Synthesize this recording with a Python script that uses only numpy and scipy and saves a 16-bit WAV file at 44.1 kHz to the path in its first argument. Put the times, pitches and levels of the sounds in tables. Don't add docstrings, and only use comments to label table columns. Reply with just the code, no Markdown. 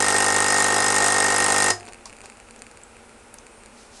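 import sys
import numpy as np
from scipy import signal
from scipy.fft import rfft, irfft
from scipy.io import wavfile
from scipy.ndimage import uniform_filter1d

SR = 44100
rng = np.random.default_rng(int(sys.argv[2]) if len(sys.argv) > 2 else 0)


def write(x):
    x = np.atleast_2d(x).T
    wavfile.write(sys.argv[1], SR, np.round(np.clip(x, -1, 1) * 32767).astype(np.int16))


N = 176400
PUMP_HZ, FIRST_STROKE_S, OFF_S = 50.03, 0.003, 1.712


def amp(db):
    return 10 ** (np.asarray(db) / 20)


def unit(x):
    return x / np.sqrt(np.mean(x ** 2) + 1e-20)


def running_level(x, db):
    return x * amp(db) / np.sqrt(np.mean(x[:round(OFF_S * SR)] ** 2) + 1e-20)


def look_up(points, hz):
    freqs, values = np.transpose(points)
    return np.interp(np.log(hz + 1), np.log(freqs + 1), values)


def add(mix, start_s, sound):
    part = mix[max(round(start_s * SR), 0):][:len(sound)]
    part += sound[:len(part)]


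def colour(x, tone):
    gain = amp(look_up(tone, np.fft.rfftfreq(2 * N, 1 / SR)))
    return irfft(rfft(x, 2 * N) * gain)[:N]


def noise_band(hz, octaves):
    freqs = np.fft.rfftfreq(N, 1 / SR) + 1
    distance = np.log2(freqs / hz) / octaves
    return unit(irfft(rfft(rng.standard_normal(N)) / (1 + distance ** 2), N))


def bursts(table):
    t, out = np.arange(N) / SR, np.zeros(N)
    for start_s, db, hz, octaves, fade_s in table:
        shape = np.minimum(t / 0.00045, 1) * np.exp(-t / fade_s)
        add(out, start_s, amp(db) * noise_band(hz, octaves) * shape)
    return out


def play(pulses, sound):
    return signal.fftconvolve(pulses, sound)[:N]


def strokes(lag_s, vary_db, jitter_s=0.00003):
    times = np.arange(FIRST_STROKE_S, OFF_S, 1 / PUMP_HZ) + lag_s
    late, size = np.clip(rng.standard_normal((2, len(times))), -2, 2)
    pulses = np.zeros(N)
    pulses[np.round((times + jitter_s * late) * SR).astype(int)] = amp(vary_db * size)
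    return pulses


def piston(rise_s=0.00042, fade_s=0.0034, tail_s=0.014, same_share=0.19):
    # (frequency [Hz], relative level [dB])
    tone = [(500, -16), (2000, -7.5), (3500, -7), (4400, -10), (5600, -8), (6450, -3.5), (6750, 0.5),
            (7150, -2), (7750, -6.5), (8450, 4), (9100, -5), (9700, -7.5), (10400, -7), (11500, -10),
            (12400, -22)]
    t = np.arange(N) / SR
    blows = strokes(lag_s=0, vary_db=1.2) + amp(-16.5) * strokes(lag_s=0.01105, vary_db=6.5)
    shape = np.minimum(t / rise_s, 1) * (np.exp(-t / fade_s) + amp(-24) * np.exp(-t / tail_s))
    same = play(blows, shape * rng.standard_normal(N))
    fresh = np.sqrt(abs(play(blows ** 2, shape ** 2))) * rng.standard_normal(N)
    clacks = np.sqrt(same_share) * same + np.sqrt(1 - same_share) * fresh
    return running_level(colour(clacks, tone), db=-25)


def casing(fade_s=0.01):
    # (frequency [Hz], relative level [dB])
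    tone = [(20, -65), (120, -48), (155, -16), (200, -5.5), (260, -3), (330, -0.5), (420, -2.5), (510, 3),
            (610, -6.5), (700, -5.5), (810, 6), (900, 2), (985, -15), (1050, 1.5), (1130, -13), (1260, 2),
            (1400, -7), (1560, 0.5), (1720, -13.5), (2100, -3.5), (2350, -15.5), (2780, -12.5), (3100, -38),
            (4500, -33), (7000, -57)]
    t = np.arange(N) / SR
    fade = np.exp(-t / fade_s)
    shudder = rng.standard_normal(N) * fade
    for _ in range(8):
        spectrum = rfft(shudder)
        even = irfft(spectrum / (abs(spectrum) + 1e-12), N)
        loudness = np.sqrt(abs(uniform_filter1d(even ** 2, size=130)) + 1e-14)
        shudder = even / loudness * fade
    buzz = play(strokes(lag_s=0.001782, vary_db=0.3), even[:SR // 10])
    return running_level(colour(buzz, tone), db=-24)


def ringing_metal(rise_s=0.0041):
    # (pitch [Hz], level [dB], time to fade 60 dB [s], phase scatter [rad])
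    notes = [(361, -40, .17, 0.31), (705, -38.5, 0.43, 3.2), (1373, -41.5, 0.066, 2),
             (1850, -24.5, 0.074, 1.03), (2754, -46, 0.03, 0.96), (3270, -54.5, 0.66, 2.2),
             (5106, -38, 0.018, 2), (5090, -44, 0.2, 1.9), (8380, -41.5, 0.022, 3.1)]
    t, out = np.arange(N) / SR, np.zeros(N)
    for hz, db, ring_s, scatter in notes:
        blows = strokes(lag_s=0.0045, vary_db=2) * np.exp(1j * scatter * rng.standard_normal(N))
        note = np.exp((2j * np.pi * hz - np.log(1000) / ring_s) * t) * (1 - np.exp(-t / rise_s))
        out += running_level(play(blows, note).real, db)
    return out


def panel_rattle(rise_s=0.0037, fade_s=0.024):
    # (frequency [Hz], relative level [dB])
    tone = [(20, -35), (100, -21.5), (250, -22), (400, -2.5), (600, -9.5), (720, 1.5), (1000, -3),
            (1350, -2), (1700, -12.5), (2100, -9), (2400, -16), (3500, -15), (6000, -11), (11000, -19)]
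    t = np.arange(N) / SR
    shape = np.minimum(t / rise_s, 1) * np.exp(-t / fade_s)
    chatter = play(strokes(lag_s=0.0029, vary_db=0.5), shape) * rng.standard_normal(N)
    return running_level(colour(chatter, tone), db=-27)


def valve_pings(centre_hz=8050, spread_hz=710, fade_s=0.00095):
    t, out = np.arange(SR // 100) / SR, np.zeros(N)
    pulses = strokes(lag_s=0, vary_db=1.5)
    for at in np.flatnonzero(pulses):
        hz = centre_hz + spread_hz * rng.standard_normal()
        add(out, at / SR, pulses[at] * t * np.exp(-t / fade_s) * np.sin(2 * np.pi * hz * t))
    return running_level(out, db=-32)


def stopping_knocks():
    # (time [s], level [dB], centre [Hz], width [octaves], fade [s])
    knocks = [(1.629, -16.5, 5240, 0.37, .003), (1.7045, -14, 6290, 0.58, 0.004)]
    return bursts(knocks)


def coil_hum(hold_s=0.037, ring_s=0.44):
    t = np.arange(N) / SR
    fade = amp(-60 * np.maximum(t - OFF_S - hold_s, 0) / ring_s)
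    return running_level(np.sin(2 * np.pi * 2 * PUMP_HZ * t) * fade, db=-42.5)


def tick(peak_db, low_db, echo_s=0.00069):
    # (pitch [Hz], relative level [dB], time to fade 60 dB [s])
    notes = [(1080, -26, .005), (2100, -21, 0.0059), (2250, -8, 0.0072), (2510, 0, 0.0072),
             (4650, 1.5, 0.0025), (7100, 1, 0.0061), (8360, 3.5, 0.0051), (9500, -19, 0.0022)]
    t, ring = np.arange(SR // 50) / SR, np.zeros(SR // 50)
    for hz, db, ring_s in notes:
        strength = amp(db + low_db * (hz < 3000))
        pitch = hz * (1 + 0.0082 * rng.standard_normal())
        ring += strength * amp(-60 * t / ring_s) * np.sin(2 * np.pi * pitch * t)
    add(ring, echo_s, 0.17 * ring)
    return amp(peak_db) * ring / abs(ring).max()


def wet_ticks(lift_db=1.5, faint_per_s=29, fall_db_per_s=5):
    # (time [s], peak level before the lift [dB], boost of the low notes [dB])
    clear_ticks = [(1.8003, -29, -17), (1.8084, -28.5, 8), (1.8305, -31, 11), (1.8538, -30, 1),
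                   (1.865, -31, -3), (1.8712, -27.5, 5), (1.887, -28, 4), (1.924, -28, 4),
                   (1.934, -23.5, -1), (1.945, -28.5, 6), (2.077, -36, 4), (2.097, -29, 5),
                   (2.1045, -33, 8), (2.1284, -28, 8), (2.135, -33, 9), (2.167, -32, -5), (2.1862, -32, 4),
                   (2.206, -29, 7), (2.216, -27, 2), (2.2582, -24, 1), (2.266, -35, 6), (2.2998, -25.5, 3),
                   (2.3220, -33, 8), (2.3713, -33, 0), (2.3804, -42, 3), (2.4008, -29, 3), (2.4871, -33, 8),
                   (2.5091, -27.5, -2), (2.562, -31.5, -5), (2.6204, -20.5, -3), (2.6424, -40, 2),
                   (2.667, -28.5, 4), (2.714, -29.5, -3), (2.7732, -28.5, 2), (2.8163, -35, 3),
                   (2.968, -33, 6), (3.0943, -35, 4), (3.4674, -28, 1), (3.636, -32, 2), (3.6604, -29, -7)]
    out = np.zeros(N)
    for start_s, db, low_db in clear_ticks:
        add(out, start_s, tick(db + lift_db, low_db))
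    since_off = np.arange(N) / SR - OFF_S
    faint_pulses = (rng.random(N) < faint_per_s / SR) * (since_off > 0)
    faint_db = -40 - fall_db_per_s * since_off + 3.4 * rng.uniform(-1, 1, N)
    return out + play(faint_pulses * amp(faint_db), tick(peak_db=0, low_db=18))


def water_spits():
    # (time [s], level [dB], centre [Hz], width [octaves], fade [s])
    spurts = [(1.879, -37, 600, 0.88, 0.017), (1.879, -42, 4800, 0.32, .006),
              (2.0562, -32, 5630, .6, 0.0042), (2.057, -40, 990, 0.28, .01),
              (2.064, -45.5, 5460, 0.8, 0.024), (2.235, -49, 5470, 0.89, 0.041),
              (2.235, -45.5, 765, .7, 0.032), (2.591, -43.5, 6800, 0.33, .003),
              (2.8335, -38, 7850, 0.085, 0.0046), (3.341, -29.5, 10700, 0.55, .0016),
              (3.342, -42, 1090, 1.7, .005), (3.3855, -33.5, 5960, 0.54, 0.0016)]
    return bursts(spurts)


def steam():
    # (middle [s], length [s], level [dB])
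    puffs = [(3.81, 0.12, -53), (3.978, 0.12, -49)]
    # (start [s], end [s], pitch [Hz], level [dB], waver [Hz])
    whistles = [(2.84, 4.1, 8123, -68.5, 13.3), (3.504, 3.627, 8850, -60, 70)]
    t = np.arange(N) / SR
    swells = sum(amp(db) * np.exp(-(2 * (t - middle) / length) ** 2) for middle, length, db in puffs)
    out = noise_band(hz=5300, octaves=0.75) * swells
    for start, end, hz, db, waver_hz in whistles:
        pitch = hz + waver_hz * unit(uniform_filter1d(rng.standard_normal(N), size=200))
        shape = np.clip(np.minimum(t - start, end - t) / 0.02, 0, 1)
        out += amp(db) * shape * unit(np.sin(2 * np.pi * np.cumsum(pitch) / SR))
    return out


def room_echo(x):
    # (frequency [Hz], time to fade 60 dB [s])
    fade_times = [(200, 1), (800, 0.43), (3000, 0.19), (6000, 0.25), (11000, 0.17)]
    hz, t, noise = signal.stft(rng.standard_normal(SR // 2), SR, nperseg=256)
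    fade = amp(-60 * t / look_up(fade_times, hz)[:, None])
    tail = signal.istft(noise * fade, SR)[1]
    return play(x, tail / np.linalg.norm(tail))


def room_noise(drone_width_hz=11):
    # (frequency [Hz], relative level [dB])
    tone = [(15, -10.5), (42, 2.5), (70, -6.5), (100, -4.5), (135, -14), (185, -13), (228, -0.5),
            (280, -10.5), (430, -4.5), (660, -9), (900, -8), (1100, -12), (1400, -9.5), (1750, -15.5),
            (2550, -14.5), (3200, -22), (6300, -24), (7100, -22.5), (7800, -21), (8800, -21),
            (10100, -20.5), (11000, -27.5), (12300, -26.5)]
    # (pitch [Hz], level [dB])
    notes = [(232, -62.5), (485, -66), (575, -66.5), (795, -63.5)]
    drones = sum(amp(db) * noise_band(hz, np.log2(1 + drone_width_hz / hz)) for hz, db in notes)
    return amp(-48.5) * unit(colour(rng.standard_normal(N), tone)) + drones


def scene():
    clatter = panel_rattle() + ringing_metal() + piston() + valve_pings() + stopping_knocks()
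    water = wet_ticks() + water_spits()
    echoes = room_echo(amp(-11.5) * clatter + amp(-13.5) * water)
    return (casing() + coil_hum() + clatter + water + steam() + echoes + room_noise())[None]


def record(dry, top_hz=12400):
    # (frequency [Hz], gain [dB])
    tone = [(100, -1), (10000, 0.5), (11000, -5), (12300, -19)]
    treble_cut = signal.firwin(255, top_hz, window=("kaiser", 9), fs=SR)
    return signal.oaconvolve(colour(dry[0], tone), treble_cut, "same")[None]


dry = scene()
out = record(dry)
write(out)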